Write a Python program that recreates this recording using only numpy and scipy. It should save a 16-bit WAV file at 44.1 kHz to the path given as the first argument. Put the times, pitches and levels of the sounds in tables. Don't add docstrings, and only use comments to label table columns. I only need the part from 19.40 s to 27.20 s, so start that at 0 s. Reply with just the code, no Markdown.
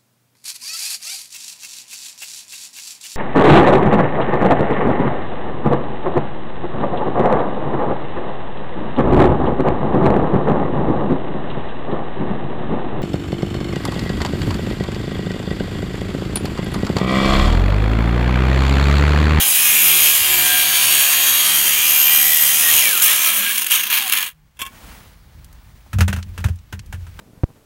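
import sys
import numpy as np
from scipy import signal
from scipy.fft import rfft, irfft
from scipy.io import wavfile
from scipy.ndimage import uniform_filter1d, map_coordinates

SR = 44100
rng = np.random.default_rng(int(sys.argv[2]) if len(sys.argv) > 2 else 0)


def int16_out(signal):
    q = np.round(np.clip(np.atleast_2d(signal).T, -1, 1) * 32767)
    wavfile.write(sys.argv[1], SR, q.astype(np.int16))


N = 343980

# time in seconds, speed in turns per second.
DISC_SPEED = [(0, 80.3), (.08, 80.7), (.2, 79.6), (.3, 79.5), (.5, 75.7), (.69, 76), (1, 72.4),
              (1.18, 73.1), (1.33, 70.8), (1.6, 70), (1.75, 71.6), (2, 72.2), (2.4, 75.5), (2.54, 74.4),
              (2.98, 76.5), (3.1, 74.2), (3.33, 79), (3.5, 52), (3.58, 41), (3.76, 67), (3.84, 74),
              (4.1, 56), (4.2, 47), (4.43, 34), (4.7, 22), (4.95, 13)]
# time in seconds, body level in dB, sizzle in dB above body (both before small trims).
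CUT_LEVELS = [(0, -15.5, 3.5), (.08, -20, 6.5), (.64, -17.5, 5), (.8, -18.5, 3.5), (1.15, -18, 2.5),
              (1.7, -18, 3.5), (2.5, -20, 4.5), (3.2, -21, 7.5), (3.3, -17, 4), (3.4, -16.5, 5),
              (3.6, -21, 5), (3.64, -24.5, 9.5), (3.72, -21, 3), (3.88, -16, 3.5), (3.92, -19.5, 0.5),
              (3.97, -18.5, 3), (4.05, -20, 0), (4.2, -23, 3), (4.27, -27, 2), (4.45, -27, 0),
              (4.6, -25.5, 0), (4.7, -26, 2), (4.88, -30, -0.5), (4.94, -64, -3), (5.0, -85, -1)]
# start in seconds, strength in dB re the rubbing
BITES = [(4.1564, 13), (4.1778, 21), (4.1994, 3), (4.2195, 23), (4.2424, 11.5), (4.2637, 24), (4.406, 12),
         (4.434, 22.5), (4.465, 19.5), (4.498, 13), (4.583, 10), (4.621, 11.5), (4.719, 15.5), (4.7676, 6)]
# start in seconds, added gain in dB, hold in seconds.
SHOVES = [(3.61, -22, 0.12), (4.299, -16.5, 0.057), (4.497, -20.5, 0.078), (4.707, -22, .08)]
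# frequency in Hz, relative density in dB per Hz.
GRIND_SPECTRUM = [(29, -48.5), (50, -17), (252, -25), (371, -13), (428, -18.5), (746, -9), (1430, -14.5),
                  (3180, -5.5), (4790, -12.5), (6550, -7), (7390, -10), (10100, -10), (12600, -3.5),
                  (14900, -2), (16000, -7.5)]
# frequency in Hz, width in Hz, relative level in dB before the lift.
DISC_RESONANCES = [(1071, 13, -10), (1683, 82, -5), (2075, 26, -7.5), (2400, 310, -2), (2810, 48, 3.5),
                   (3190, 260, 0.5), (6570, 330, -4), (8400, 280, -4.5), (9150, 710, -2), (11130, 260, 4.5),
                   (12260, 540, 3), (13900, 140, 3), (15700, 240, 2)]
# multiple of disc speed, starting level in dB re hum noise.
UNBALANCE = [(1, 0.5), (2, 3.5), (3, 2.5), (4, 2), (5, 1)]
# time in seconds, mean level in dB.
MOTOR_LEVELS = [(3.36, -70), (3.43, -30), (3.72, -28), (3.8, -60), (4.42, -60), (4.5, -43), (4.68, -44),
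                (4.75, -90)]
# start in seconds, end in seconds, first pitch in Hz, last pitch in Hz, level in dB before the fades.
SINGING = [(0, .5, 2530, 2460, -27.5), (.05, .9, 2170, 2100, -30), (0.5, 2.4, 7600, 6300, -28),
           (0.851, 2.1, 1580, 1700, -33), (1.5, 3.2, 15800, 14000, -26), (1.85, 2.55, 3300, 3000, -28),
           (2.25, 3.05, 2430, 2420, -30.5), (2.3, 3.3, 12600, 12450, -16), (2.6, 3.2, 1970, 1934, -28.5),
           (3.38, 3.55, 2470, 2170, -22), (3.2, 3.33, 1905, 1910, -25), (3.75, 4.12, 730, 560, -43.5),
           (3.45, 4.14, 1226, 1350, -35.5), (3.85, 4.3, 203, 220, -46), (3.95, 4.15, 1600, 1650, -30),
           (4.85, 5.12, 160, 150, -60), (4.7, 4.86, 1850, 1630, -30)]
# time in seconds,
# mean wind level in dB, level of rustle and hiss in dB.
AIR_LEVELS = [(4.8, -59, -41), (4.9, -55, -61.5), (5.14, -47.5, -61), (5.35, -41, -42.5), (5.5, -36, -39),
              (5.65, -40.5, -45), (5.8, -40.5, -52.5), (6.5, -41.5, -51), (7.03, -29, -50),
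              (7.2, -40.5, -56), (7.38, -36, -56.5), (7.5, -36, -52.5), (7.8, -37, -47.5)]
# frequency in Hz, relative density in dB per Hz.
WIND_SPECTRUM = [(12, -25), (20, -0.5), (50, -6.5), (182, -24.5), (220, -36.5), (304, -38), (348, -41),
                 (500, -44.5), (650, -63.5), (1100, -120)]
# frequency in Hz, relative density in dB per Hz.
RUSTLE_SPECTRUM = [(120, -33), (200, 4), (380, -10.5), (409, -10), (448, -9), (933, -6), (2330, -9.5),
                   (7680, -19.5), (14900, -21.5), (16000, -1)]
# start in seconds, envelope level in dB.
JOLTS = [(0.223, -44), (0.289, -33.5), (0.603, -33), (0.808, -28), (2.387, -37), (3.338, -31.5),
         (3.622, -32)]
# start in seconds, envelope level in dB.
CLINK_TOUCHES = [(5.169, -34), (5.1908, -12.5), (5.198, -17), (5.206, -16), (5.216, -3.5), (5.2325, -32),
                 (5.2512, -17), (5.262, -15), (5.272, -28)]
# frequency in Hz, drive in dB, decay time t60 in seconds.
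STEEL_MODES = [(1083, -45.5, 0.095), (1718, -48, 0.093), (2290, -50, 0.094), (2740, -40, 0.045),
               (3314, -35.5, 0.023), (3480, -38, 0.022), (4320, -51, 0.017), (5700, -62, 0.076)]
# start in seconds, level in dB before band-passing, centre in Hz.
TICKS = [(6.044, -36.5, 6500), (6.127, -41.5, 9100), (6.462, -30, 330), (6.827, -26, 3150),
         (7.157, -43, 9000), (7.187, -42, 3540), (7.392, -25, 3250), (7.46, -41, 6000), (7.755, -43, 600)]
# start in seconds, level in dB, centre in Hz.
KNOCKS = [(6.53, -29.5, 1760), (6.585, -24, 431), (6.606, -16, 1750), (6.679, -22, 1720), (6.698, -41, 415),
          (6.727, -24.5, 2260), (6.762, -32, 1620), (6.786, -39.5, 880), (6.977, -30.5, 1590),
          (7.002, -43, 2600), (7.041, -25, 1380), (7.06, -39, 401), (7.084, -34.5, 433), (7.325, -31, 1360),
          (7.343, -53, 401), (7.525, -33, 1330), (7.543, -47, 1550), (7.666, -44.5, 1530),
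          (7.79, -34.5, 1550)]
# frequency in Hz, relative density in dB per Hz.
KNOCK_SPECTRUM = [(150, -17), (250, -14), (360, -14.5), (1180, -16.5), (1550, -11), (2050, -18.5),
                  (2670, -16), (4650, -26), (5930, -22.5), (16000, -28)]
# start in seconds, lowest-mode level in dB, its t60 in seconds,
# upper-mode level in dB re the lowest.
THUDS = [(6.533, -12.5, 0.15, -14), (6.552, -7.5, 0.34, -20), (6.583, -4.5, 0.18, -14),
         (6.607, -4.5, 0.3, -10), (6.684, -10, 0.19, -10.5), (6.732, -16, 0.27, -7.5),
         (6.77, -15.5, 0.27, -9), (6.857, -24, 0.42, -19), (6.982, -20.5, 0.22, -10.5),
         (7.048, -0.5, 0.087, -24.5), (7.097, -10, 0.2, -37), (7.329, -21, 0.31, -11),
         (7.394, -25.5, 0.24, -30), (7.491, -34, 0.2, -7), (7.534, -20.5, 0.24, -18),
         (7.578, -24.5, 0.55, -26), (7.674, -29, 0.23, -21)]

GROWL_HZ, BODY_HZ, SIZZLE_HZ = 265, 950, 4700
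GROWL_DB, HUM_DB, LOWS_FADE_DB = -18, -28, -10
FREE_SPEED = 80
GEAR_ORDER, MOTOR_ORDER = 64.3, 32
WHINE_DB, WHINE_DB_PER_LOST_TURN = -41, 1.3972
BITE_T60_S = 0.021
SHOVE_ATTACK_S, SHOVE_T60_S = .015, 0.28
SINGING_WIDTH = .035
TREBLE_HISS_DB = -12.5
JOLT_HZ, JOLT_T60_S = 88, 0.089
TICK_T60_S, TICK_SPREAD = 0.034, 2.23
KNOCK_T60_S = 0.081
BOOM_HZ = 86.8
MIDDLE_HZ, MIDDLE_DB, MIDDLE_T60_S = 103, -9.5, 0.13
UPPER_HZ, UPPER_T60_S = 194.6, 0.31
MIC_LOW_HZ, CUTOFF_HZ = 45, 15760


def from_db(db):
    return 10 ** (np.asarray(db) / 20)


def rms_one(x):
    return x / np.sqrt(np.mean(x ** 2) + 1e-20)


def in_time(rows, left=None, right=None):
    s, *columns = np.transpose(rows)
    return [np.interp(np.arange(N) / SR, s, c, left, right) for c in columns]


def drift(rate):
    r = np.exp(-80 * np.pi * rate / SR)
    noise = rng.standard_normal(N // 40 + 2002)
    slow = signal.lfilter([1], [1, -2 * r, r * r], noise)[2000:]
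    return np.interp(np.arange(N) / 40, np.arange(len(slow)), rms_one(slow))


def colour(x, spectrum, peaks=(), lift_db=0.):
    hz = np.maximum(np.fft.rfftfreq(N, 1 / SR), 1)
    points = np.array(spectrum)
    power = from_db(2 * np.interp(np.log(hz), np.log(points[:, 0]), points[:, 1]))
    for centre_hz, width_hz, db in peaks:
        power = power + from_db(2 * (db + lift_db)) / (1 + (2 * (hz - centre_hz) / width_hz) ** 2)
    return rms_one(irfft(rfft(x) * np.sqrt(power), N))


def band(x, low_hz, high_hz, order=3):
    return signal.sosfilt(signal.butter(order, [low_hz, high_hz], "band", fs=SR, output="sos"), x)


def decay(s, t60, rise):
    at = int(s * SR)
    t = np.arange(min(N - at, int(3.7 * t60 * SR) + 1)) / SR
    return at, np.minimum(t / rise, 1) * from_db(-60 * t / t60)


def sine(hz, count):
    return np.sin(2 * np.pi * hz * np.arange(count) / SR)


def patchy(x, low_hz, high_hz, depth_db, count):
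    edges = np.geomspace(low_hz, high_hz, count + 1)
    total = 0
    for k in range(count):
        level_db = depth_db * (drift(1.52) + 0.83 * drift(11.0))
        strip = band(x, edges[k], edges[k + 1], order=2)
        total = total + (-1) ** k * strip * from_db(level_db)
    return rms_one(total)


def rim(turns, orders, memory, size=2048):
    count = int(turns[-1]) + 2
    spectra = rng.standard_normal((count, orders)) + 1j * rng.standard_normal((count, orders))
    spectra = signal.lfilter([1], [1, -memory], spectra, axis=0)[:, 1:]
    spectra = spectra / np.hypot(1, np.arange(1, orders) / 110.0)
    pattern = irfft(np.pad(spectra, ((0, 0), (1, 0))), size, axis=1)
    along = turns % 1
    rows = np.concatenate([pattern, pattern[:, :1]], axis=1)
    return rms_one(map_coordinates(rows, [turns, along * size], order=1))


def bites():
    catch = np.ones(N)
    for s, db in BITES:
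        at, shape = decay(s, BITE_T60_S, rise=0.0079)
        catch[at:at + len(shape)] += from_db(db) * shape
    return catch / uniform_filter1d(catch, size=3000)


def pressure():
    level_db, _ = in_time(CUT_LEVELS)
    t, gain = np.arange(N) / SR, 0
    for s, db, hold in SHOVES:
        release_db = -60 * np.maximum(t - s - hold, 0) / SHOVE_T60_S
        attack = np.clip((t - s) / SHOVE_ATTACK_S, 0, 1)
        gain = gain + from_db(db + release_db) * attack
    lifted, = in_time([(4.88, 0.85), (4.94, 0)])
    return from_db(level_db) + gain * lifted


def singing(excitation):
    out = np.zeros(N)
    for start, end, first_hz, last_hz, db in SINGING:
        a, b = int(start * SR), int(end * SR)
        turn = np.exp(2j * np.pi * np.cumsum(np.linspace(first_hz, last_hz, b - a)) / SR)
        keep = np.exp(-np.pi * SINGING_WIDTH * first_hz / SR)
        slow = signal.lfilter([1], [1, -2 * keep, keep ** 2], excitation[a:b] / turn)
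        tone = rms_one((slow * turn).real)
        out[a:b] += from_db(db) * signal.windows.tukey(b - a, .8) * tone
    return out


def gear_whine(turns, speed):
    fade_db, = in_time([(3.3, 0), (3.45, -130.5)])
    level_db = WHINE_DB + WHINE_DB_PER_LOST_TURN * (FREE_SPEED - speed) + fade_db
    phase = 2 * np.pi * GEAR_ORDER * turns + .5 * drift(28)
    return from_db(level_db + 1.7 * drift(8.1)) * np.sin(phase)


def motor_tone(turns):
    level_db, = in_time(MOTOR_LEVELS, left=-120)
    phase = 2 * np.pi * MOTOR_ORDER * turns + .8 * drift(30)
    return from_db(level_db + 3.4 * drift(11)) * np.sin(phase)


def grinder():
    speed, = in_time(DISC_SPEED)
    turns = np.cumsum(speed) / SR
    running, = in_time([(3.2, 0.84), (3.4, 0.6)])
    coasting, = in_time([(3.8, 0.078), (4.2, 0.92)])

    grit = rim(turns, orders=200, memory=0.919) * running
    spark_db = (1.5 + 2.7 * coasting) * rng.standard_normal(N) + 2.5 * coasting * drift(120)
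    sparks = rng.standard_normal(N) * from_db(spark_db)
    once_a_turn = (0.52 + 0.69 * drift(0.54)) * np.cos(2 * np.pi * turns)
    wobble = from_db(once_a_turn + 1.5 * rim(turns, orders=6, memory=.99) + .5 * drift(17))
    rubbing = (from_db(-0.5) * grit + rms_one(sparks)) * wobble
    rub = colour(rubbing, GRIND_SPECTRUM, DISC_RESONANCES, lift_db=-1.0)
    catch = bites()

    fade_db, = in_time([(3.3, 0), (4.4, LOWS_FADE_DB)])
    unbalance = 0
    for k, db in UNBALANCE:
        unbalance = unbalance + from_db(db + 2.0 * drift(2.2)) * np.sin(2 * np.pi * k * turns)
    hum = rms_one(rms_one(band(rub, 38, GROWL_HZ)) + unbalance * running ** 3)
    hum = hum * from_db(HUM_DB + fade_db + 3.0 * drift(5.5))
    mesh = from_db(-3.0 + 1.9 * drift(4.7)) * np.sin(2 * np.pi * 10 * turns) * running
    growl = rms_one(rms_one(-band(rub, GROWL_HZ, BODY_HZ, order=2)) + mesh)
    growl = growl * from_db(GROWL_DB + fade_db + 1.0 * drift(5.2))
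    _, sizzle_db = in_time(CUT_LEVELS)
    body = patchy(rub, BODY_HZ, SIZZLE_HZ, depth_db=1.0, count=14) * from_db(-1.44) * catch
    sizzle = patchy(rub, SIZZLE_HZ, 17500, depth_db=1.7, count=24) * from_db(sizzle_db + 0.2) * catch

    cut = pressure() * (hum + growl + body + sizzle)
    tones = gear_whine(turns, speed) + motor_tone(turns)
    still_turning, = in_time([(5.0, 1), (5.1, 0)])
    return (cut + tones) * still_turning + singing(rubbing) * catch


def surroundings():
    wind_db, air_db = in_time(AIR_LEVELS)
    wind = colour(rng.standard_normal(N), WIND_SPECTRUM) * from_db(wind_db + 2.0 * drift(4.6))
    grains = colour(rng.standard_normal(N) * from_db(1.0 * drift(40)), RUSTLE_SPECTRUM)
    rustle = patchy(grains, 147.6, 17900, depth_db=.8, count=14)
    hiss = from_db(TREBLE_HISS_DB) * band(rng.standard_normal(N), 5000, 17000)
    return wind + (rustle + hiss) * from_db(air_db)


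def jolts():
    out = np.zeros(N)
    for s, db in JOLTS:
        at, shape = decay(s, JOLT_T60_S, rise=0.0066)
        out[at:at + len(shape)] += from_db(db) * shape * sine(JOLT_HZ, len(shape))
    return out


def clink():
    touch, out, noise = np.zeros(N), 0, rng.standard_normal(N)
    for s, db in CLINK_TOUCHES:
        at, shape = decay(s, t60=0.057, rise=0.0011)
        touch[at:at + len(shape)] += from_db(db) * shape
    scratch = touch * noise + 1e-18
    for hz, db, t60 in STEEL_MODES:
        r, w = from_db(-60 / (t60 * SR)), 2 * np.pi * hz / SR
        ring = signal.lfilter([0, np.sin(w)], [1, -2 * r * np.cos(w), r * r], scratch)
        out = out + from_db(db) * ring
    return out + from_db(-15.0) * touch * band(noise, 840, 16000)


def ticks():
    out, noise = np.zeros(N), rng.standard_normal(N)
    for s, db, hz in TICKS:
        at, shape = decay(s, TICK_T60_S, rise=0.0015)
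        puff = noise[at:at + len(shape)] * shape
        click = band(puff, hz / TICK_SPREAD, min(hz * TICK_SPREAD, 19000), order=2)
        out[at:at + len(shape)] += from_db(db) * click
    return out


def knocks():
    out, noise = np.zeros(N), colour(rng.standard_normal(N), KNOCK_SPECTRUM)
    for s, db, hz in KNOCKS:
        at, shape = decay(s, KNOCK_T60_S, rise=0.002)
        crack = 0.52 * from_db(-15.0 * np.arange(len(shape)) / 100)
        puff = noise[at:at + len(shape)] * shape * (1 + crack)
        centred = band(puff, hz / 2, min(hz * 2, 16000), order=1)
        out[at:at + len(shape)] += from_db(db) * (puff + centred)
    return out


def boom():
    out = np.zeros(N)
    for s, db, t60, upper_db in THUDS:
        modes = [(BOOM_HZ, db, t60),
                 (MIDDLE_HZ, db + MIDDLE_DB, MIDDLE_T60_S),
                 (UPPER_HZ, db + upper_db, UPPER_T60_S)]
        for mode_hz, level_db, ring_s in modes:
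            at, shape = decay(s, ring_s, rise=0.0095)
            out[at:at + len(shape)] += from_db(level_db) * shape * sine(mode_hz, len(shape))
    return out


def scene():
    mono = grinder() + surroundings() + jolts() + clink() + ticks() + knocks() + boom()
    return np.array([mono, mono])


def record(dry):
    low_cut = signal.butter(4, MIC_LOW_HZ, "high", fs=SR, output="sos")
    top_cut = signal.ellip(12, .3, 85, CUTOFF_HZ, fs=SR, output="sos")
    overloaded = np.clip(signal.sosfilt(low_cut, dry), -.85, .85)
    return np.clip(signal.sosfilt(top_cut, overloaded), -1, 1)


dry = scene()
out = record(dry)
int16_out(out)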